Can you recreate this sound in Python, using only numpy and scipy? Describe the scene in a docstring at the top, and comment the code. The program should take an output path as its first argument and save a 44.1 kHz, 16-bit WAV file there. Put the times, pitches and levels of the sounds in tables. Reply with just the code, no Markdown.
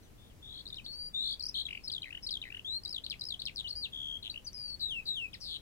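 """At the edge of a meadow, a songbird sings a fast, varied song a little to the left.
Its syrinx makes a nearly pure whistle, drawn into glides, shaken into warbles and swept into runs of
short chips; fast sweeps turn raspy, and several figures come twice. The vegetation scatters the song
back. Behind it lie a few faint notes from farther off, a low distant rumble and a soft hiss."""
import sys
import numpy as np
from scipy import signal
from scipy.fft import rfft, irfft, next_fast_len
from scipy.io import wavfile
from scipy.ndimage import uniform_filter1d

SR = 44100
rng = np.random.default_rng(int(sys.argv[2]) if len(sys.argv) > 2 else 0)


def transcribe(signal):
    """Save signal, clipped to [-1, 1], as a 16-bit WAV file at the path in sys.argv[1]."""
    frames = np.atleast_2d(signal).T
    limited = np.clip(frames, -1, 1)
    pcm = np.round(limited * 32767).astype(np.int16)
    wavfile.write(sys.argv[1], SR, pcm)


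N = 247394


def undb(db):
    """Decibels to gain."""
    return 10 ** (np.asarray(db) / 20)


def colour(points, hz):
    """Read a curve of (frequency [Hz], value) points on a log-frequency axis."""
    frequencies, values = np.transpose(points)
    return np.interp(np.log(np.maximum(hz, 1)), np.log(frequencies), values)


def walk(rate_hz, size=N):
    """Smooth random wandering with a spread near 1."""
    hold = max(int(SR / rate_hz), 1)
    steps = np.repeat(rng.standard_normal(size=N // hold + 1), hold)[:size]
    return 1.3 * uniform_filter1d(uniform_filter1d(steps, hold), hold)


def turn(hz):
    """Phase of an oscillator running at hz."""
    return 2 * np.pi * np.cumsum(hz) / SR


def add(track, start, sound):
    """Mix a sound into the track at a time in seconds."""
    i = max(int(start * SR), 0)
    track[i:i + len(sound)] += sound[:max(N - i, 0)]


def follow(rows, edge_s=0.0038):
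    """A gate with soft edges, then one straight-line envelope for each column after the time."""
    times, *columns = np.transpose(rows)
    t = np.arange(times[0], times[-1], 1 / SR)
    from_edge = np.minimum(t - times[0], times[-1] - t)
    gate = np.sin(np.pi / 2 * np.clip(from_edge / edge_s, 0, 1)) ** 2
    return gate, *(np.interp(t, times, column) for column in columns)


def glide(u, first_hz, last_hz, settle):
    """Pitch moves fast, then eases to its goal (the reverse if settle is negative); u runs 0-1."""
    return first_hz + (last_hz - first_hz) * np.expm1(-settle * u) / np.expm1(-settle)


def effort(u, first_db, last_db, swell_db):
    """Level drifts from first to last, with a swell on top in the middle."""
    return first_db + (last_db - first_db) * u + swell_db * np.sin(np.pi * u)


def air(level_db=-55, sway_db=0.2):
    """The bed: distant rumble, shared by both sides and leaning left, under a smooth, wide hiss."""
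    # tone of the still air: (frequency [Hz], relative spectral level [dB])
    spectrum = [(20, -0.5), (55, -1.5), (100, -5.5), (200, -10.5), (400, -16.5), (800, -24), (1400, -28.5),
                (3000, -30), (6000, -34), (10000, -36), (15500, -37.5)]
    # how alike the two sides are: (frequency [Hz], correlation [0-1])
    likeness = [(30, .88), (80, .72), (170, .3), (400, .12), (1500, .02)]
    # lean to the left: (frequency [Hz], left minus right [dB])
    pan = [(40, 3), (100, 2.4), (250, 1), (1500, 1.5), (12000, 2)]
    size = next_fast_len(N)
    hz = np.arange(size // 2 + 1) * SR / size
    alike = np.clip(colour(likeness, hz), 0, 1)
    mid = rfft(rng.standard_normal(size)) * np.sqrt(1 + alike)
    side = rfft(rng.standard_normal(size)) * np.sqrt(1 - alike)
    db = colour(spectrum, hz) + np.array([[1], [-1]]) * colour(pan, hz) / 2
    bed = irfft(np.array([mid + side, mid - side]) * undb(db), size)[:, :N]
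    bed *= undb(sway_db * walk(rate_hz=2.75))
    return bed / np.std(bed) * undb(level_db)


def held_note(length, first_hz, last_hz, settle, first_db, last_db, edge_s, waver=0.0021):
    """Pitch and envelope of one drawn-out note, which is never quite steady."""
    gate, u = follow([(0, 0), (length, 1)], edge_s)
    hz = glide(u, first_hz, last_hz, settle) * (1 + waver * walk(rate_hz=161, size=len(u)))
    return hz, gate * undb(effort(u, first_db, last_db, swell_db=1.77))


def whistles(third_db=-11, rough=0):
    """Plain whistles: one smooth glide or held pitch each."""
    # glides: (start [s], length [s], first pitch [Hz], last pitch [Hz], settle [bend of the glide],
    #          first level [dB], last level [dB])
    glides = [ (0.022, .055, 5970, 6060, 1, -69, -71), (.025, .1, 4300, 2010, -0.2, -65, -75),
              (0.296, 0.046, 3500, 2300, .2, -60, -73), (.842, 0.018, 4500, 4500, 1, -49, -40),
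              (0.862, 0.23, 4216, 4727, 2, -41.5, -38), (1.707, .15, 4970, 4260, -.3, -71, -70),
              (2.645, 0.14, 3160, 4280, 1.6, -36.5, -31), (3.641, 0.03, 3070, 2872, .2, -40, -32.5),
              (3.668, 0.036, 2830, 5260, 1.3, -35, -40.5), (5.33, 0.028, 4000, 1730, 2.3, -38, -54.5),
              (5.338, .025, 5860, 3230, 1.5, -38, -49.5)]
    for start, *shape in glides:
        hz, envelope = held_note(*shape, edge_s=0.004)
        yield start, hz, envelope, third_db, rough


def shaken(hz, envelope, rate_hz, swing_hz, pulsing, valve_snap=3.0):
    """One muscle rhythm moves pitch and air valve together: loudest on each upward sweep."""
    shake = turn(rate_hz)
    shut = (1 - np.tanh(valve_snap * np.cos(shake)) / np.tanh(valve_snap)) / 2
    return hz + swing_hz * np.sin(shake), envelope * (1 - np.clip(pulsing, 0, 1) * shut)


def warbles(rough=0):
    """Whistles shaken at a rate and depth that drift through the note."""
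    # shaken glides: (start [s], length [s], first pitch [Hz], last pitch [Hz], settle [bend],
    #   first level [dB], last level [dB], fade [s], first shake rate [Hz], last shake rate [Hz],
    #   first swing [Hz], last swing [Hz], pulsing [0-1], third harmonic trim [dB])
    trills = [ (.17, .13, 3450, 3560, 3.5, -57, -61, 0.027, 62, 61, 43, 200, .3, -10),
              (.415, 0.21, 3480, 3935, -1.5, -46.5, -39.5, 0.019, 63, 59.4, 99, 574, 0.38, -18),
              (1.134, 0.22, 3576, 4010, 0.85, -28, -30.5, .017, 67.5, 55.7, 17, 630, 0.4, -14),
              (1.34, 0.27, 2400, 2730, 0.5, -65, -69, .04, 80, 80, 170, 200, .6, -10),
              (1.542, 0.083, 3705, 3737, 2, -30, -30, 0.0023, 66.8, 70.5, 560, 544, .25, -7.5),
              (1.83, 0.048, 5305, 5125, 2.5, -38, -40, 0.017, 185, 189, 45, 40, 0.63, -10),
              (3.922, .257, 3412, 3238, 1.5, -35, -32.5, 0.0066, 73, 71.7, 140, 70, 0.76, -29),
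              (4.5, .24, 2220, 2770, 0.5, -65.5, -62.5, .04, 80, 79.7, 150, 200, .85, -10),
              (4.538, 0.22, 5105, 4385, 1.1, -38.5, -35, 0.0048, 122.3, 67, 45, 25, 0.46, -16),
              (5.396, 0.19, 5790, 3486, 2.5, -39.5, -32, 0.026, 180.4, 153.6, 550, 510, 0.55, -8)]
    for start, *shape, first_rate, last_rate, first_swing, last_swing, pulsing, third_db in trills:
        hz, envelope = held_note(*shape)
        rate = np.linspace(first_rate, last_rate, len(hz))
        ease = np.sin(np.linspace(0, np.pi / 2, len(hz))) ** 2
        swing = first_swing + (last_swing - first_swing) * ease
        yield start, *shaken(hz, envelope, rate, swing, pulsing), third_db, rough


def chip_runs():
    """Twitters, rattles and cascades: strings of like chips whose gaps change evenly."""
    # runs: (first chip's middle [s], chips [count], first gap [s], last gap [s], chip length [s],
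    #   first pitch [Hz], last pitch [Hz], sweep within a chip [Hz], first level [dB], last level [dB])
    runs = [ (.668, 4, .01, .0095, 0.0059, 3900, 4960, 650, -33, -48.5),
            (0.7717, 3, 0.015, 0.012, 0.013, 3790, 2580, -500, -36, -41),
            (1.398, 4, .029, .031, .0075, 4830, 5740, 600, -33.5, -35),
            (1.409, 4, 0.03, 0.027, .011, 4295, 5130, 650, -29.5, -29.5),
            (1.69, 5, 0.02, 0.023, .009, 2660, 2586, 1250, -33.5, -33.5),
            (1.92, 6, 0.0082, .0168, 0.008, 4910, 3210, -50, -29.5, -30.5),
            (2.022, 4, 0.0099, 0.015, 0.0059, 3880, 2100, 350, -30, -37.5),
            (2.069, 4, 0.0064, 0.0092, 0.0045, 2020, 2010, 200, -42.5, -41.5),
            (2.1294, 3, .023, .0225, .008, 2820, 2960, 550, -34, -33.5),
            (2.127, 3, .0225, 0.031, 0.015, 1826, 1904, 1002, -52, -51),
            (2.837, 2, 0.015, .0153, 0.0049, 4950, 4740, 700, -38, -29.5),
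            (2.88, 2, 0.014, .015, .006, 4720, 5050, 604, -32, -31.5),
            (2.93, 4, .0177, .0177, .0105, 4574, 3182, -650, -30.5, -30),
            (3.109, 4, 0.0093, .012, 0.0075, 4130, 2425, -900, -27, -37.5),
            (3.572, 5, 0.01, .0085, 0.0072, 4300, 3560, -1100, -31, -29.5),
            (3.71, 2, 0.02, .0206, 0.013, 4390, 4340, -380, -28.5, -32.5),
            (4.2343, 6, 0.0081, 0.0095, .006, 3400, 3180, -1500, -39.5, -31.5),
            (4.344, 3, .017, .017, 0.0074, 2735, 2950, 560, -36.5, -32)]
    for start, count, first_gap, last_gap, length, first_hz, last_hz, sweep, first_db, last_db in runs:
        u = np.linspace(0, 1, count)
        gaps = np.linspace(first_gap, last_gap, count - 1)
        times = start + np.append(0, np.cumsum(gaps))
        pitches = glide(u, first_hz, last_hz, settle=1)
        levels = effort(u, first_db, last_db, swell_db=2.55)
        for middle, hz, db in zip(times, pitches, levels):
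            yield middle, length, hz, sweep, db


def chips(third_db=-11, rough=0.1):
    """Very short sweeps, single or in runs, pushed hard and so always a little rough."""
    # lead-in and linking chips: (middle [s], length [s], pitch [Hz], sweep [Hz], level [dB])
    singles = [ (.658, 0.0072, 4100, -240, -39.5), (.7045, 0.0068, 3800, -1200, -35.5),
               (.731, .012, 3620, 230, -33), (.745, 0.004, 3900, -1730, -33), (.76, 0.0065, 5300, 270, -47),
               (.865, 0.0076, 3950, 1460, -31.5), (1.656, 0.0064, 3810, 200, -28),
               (1.6675, 0.011, 3370, -330, -29.5), (1.8812, .014, 4410, 1190, -28.5),
               (1.902, 0.012, 3710, -1700, -30.5), (2.109, 0.0075, 2470, 520, -35.5),
               (2.5955, 0.0046, 2860, 570, -32), (2.8595, 0.0073, 3986, 102, -26.5),
               (2.912, 0.02, 5150, -100, -35), (3.0445, 0.016, 4130, 1400, -33),
               (3.0655, 0.0051, 3850, -1900, -26.5), (3.1006, 0.0036, 5010, 398, -28),
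               (3.553, 0.005, 5900, 140, -52), (3.5614, 0.0041, 4940, -300, -29.5),
               (4.23, .009, 3970, 590, -35.5), (4.301, 0.0089, 3945, 490, -28),
               (4.313, 0.018, 4510, -81, -36), (4.456, 0.024, 6030, -150, -43.5),
               (4.4775, 0.031, 4725, -890, -33.5), (4.532, 0.0036, 5800, 160, -39.5)]
    for middle, length, hz, sweep, db in [*singles, *chip_runs()]:
        u = np.linspace(-0.5, 0.5, max(int(length * SR), 2))
        envelope = undb(db) * np.cos(np.pi * u)
        yield middle - length / 2, hz + sweep * u, envelope, third_db, rough


def slurs(rough=0):
    """Shaken notes that start high and then fall away."""
    # falling notes: (shake rate [Hz], third harmonic trim [dB], breakpoints), each breakpoint
    #   (time [s], pitch [Hz], level [dB], swing [Hz], pulsing [0-1])
    falls = [ (163, -16, [(3.75, 4620, -37, 44, .6), (3.775, 4790, -31, 36, 0.5),
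             (3.812, 4800, -40, 25, 0.35), (3.835, 4230, -30, 0, 0), (3.849, 3640, -29, 0, 0.2),
             (3.86, 2800, -34, 0, 0), (3.876, 2500, -49, 0, 0)]), (75.8, -4, [(4.793, 4500, -44, 432, .2),
             (4.812, 4210, -33, 393, 0.2), (4.834, 3952, -24.5, 30, 0.32), (4.886, 3794, -34.5, 0, 0.5),
             (4.92, 3150, -29.5, -4, 0.28), (4.947, 2796, -35, 0, 0), (4.986, 2618, -30.5, 4, 0.03),
             (5.012, 2470, -43, 0, 0)])]
    for rate_hz, third_db, breakpoints in falls:
        start = breakpoints[0][0]
        gate, hz, db, swing, pulsing = follow(breakpoints)
        rate = np.full(len(hz), rate_hz)
        yield start, *shaken(hz, gate * undb(db), rate, swing, pulsing), third_db, rough


def rasp(hz, breath, level_db=-20, db_per_octave=10, pivot_hz=4100):
    """A stretch of breath noise that grows louder as the pitch climbs."""
    offset = rng.integers(N // 2)
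    return breath[offset:offset + len(hz)] * undb(level_db + db_per_octave * np.log2(hz / pivot_hz))


def syrinx(hz, envelope, third_db, rough, breath, jitter=0.03, jitter_rate_hz=1000, smear_rad=0.53):
    """A nearly pure whistle; fast sweeps and hard pushes shake it, blur its harmonics and add rasp."""
    # what throat and beak let out: (overtone frequency [Hz], base level against the note [dB])
    overtones = [(3500, -4), (5500, -38.5), (6800, -29), (8000, -32.5), (9300, -22), (10600, -19.5),
                 (12200, -31), (13800, -26), (16000, -36)]
    full_strain_hz_per_s, rough_lift_db = 370000, 6.5
    sweep_speed = np.abs(np.gradient(hz)) * SR
    strain = np.sqrt(np.clip(sweep_speed / full_strain_hz_per_s + rough, 0, 1))
    steps = np.arange(len(hz)) * jitter_rate_hz / SR
    wobble, blur = (np.interp(steps, np.arange(1024), row) for row in rng.standard_normal((2, 1024)))
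    phase = turn(hz * (1 + jitter * strain * wobble))
    blurred_phase = phase + smear_rad * strain * blur
    second = undb(colour(overtones, 2 * hz)) * np.sin(2 * blurred_phase)
    third = undb(colour(overtones, 3 * hz) + third_db) * np.sin(3 * blurred_phase)
    harmonics = undb(rough_lift_db * rough) * (second + third)
    return envelope * (np.sin(phase) + harmonics + strain * rasp(hz, breath))


def song(rasp_band_hz=(7600, 12200)):
    """Every note voiced by the syrinx, some twice; the faintest stand for birds farther off."""
    # figures sung twice: (from [s], to [s], again after [s], pitch [ratio], level change [dB])
    repeats = [(1.8, 2, 0.39, 1.007, 1), (2, 2.3, .3962, 0.98, -0.5), (2.8, 3.01, 0.36, 1.006, 0),
               (3.01, 3.2, .355, 1.005, 0.5), (4.76, 5.1, 0.26, 0.99, 0)]
    band = signal.butter(4, rasp_band_hz, "band", fs=SR, output="sos")
    breath = signal.sosfilt(band, rng.standard_normal(N))
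    track = np.zeros(N)
    for notes in (chips(), whistles(), warbles(), slurs()):
        for start, hz, envelope, third_db, rough in notes:
            add(track, start, syrinx(hz, envelope, third_db, rough, breath))
            for begin, end, after, ratio, change_db in repeats:
                if begin <= start < end:
                    again = syrinx(hz * ratio, envelope * undb(change_db), third_db, rough, breath)
                    add(track, start + after, again)
    return track


def scatter(t, db, onset_s, t60, cutoff_hz=7000):
    """Countless small reflections that build up and die away, their top softened."""
    build = 1 - np.exp(-(t / onset_s) ** 2)
    decay = np.exp(-np.log(1000) * t / t60)
    soften = signal.butter(1, cutoff_hz, fs=SR, output="sos")
    tail = signal.sosfilt(soften, rng.standard_normal(len(t)) * build * decay)
    return undb(db) * tail / np.sqrt(np.sum(tail ** 2))


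def meadow(bird, echo_s=0.019, echo_db=-18, right_lag_s=0.000134, right_db=-7.4):
    """Direct sound, later and softer on the right, one close echo, foliage and a faint tree tail."""
    t = np.arange(int(0.7 * SR)) / SR
    sides = []
    for lag, direct_db, foliage_db in [(0, 0, -15), (right_lag_s, right_db, -18)]:
        direct = np.sinc((t - lag) * SR)
        echo = undb(echo_db) * np.sinc((t - lag - echo_s) * SR)
        foliage = scatter(t, db=foliage_db, onset_s=0.002, t60=0.14)
        trees = scatter(t, db=-39.5, onset_s=0.023, t60=0.81)
        response = undb(direct_db) * (direct + echo) + foliage + trees
        sides.append(signal.fftconvolve(bird, response)[:N])
    return np.array(sides)


def scene():
    """The bird in the meadow over the still air."""
    return meadow(song()) + air()


def record(dry):
    """A low cut drops the deepest rumble and a steep high cut trims the top of the hiss."""
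    low_cut = signal.butter(2, 18, "high", fs=SR, output="sos")
    high_cut = signal.ellip(10, 0.2, 70, 15850, fs=SR, output="sos")
    return signal.sosfilt(high_cut, signal.sosfilt(low_cut, dry))


dry = scene()
out = record(dry)
transcribe(out)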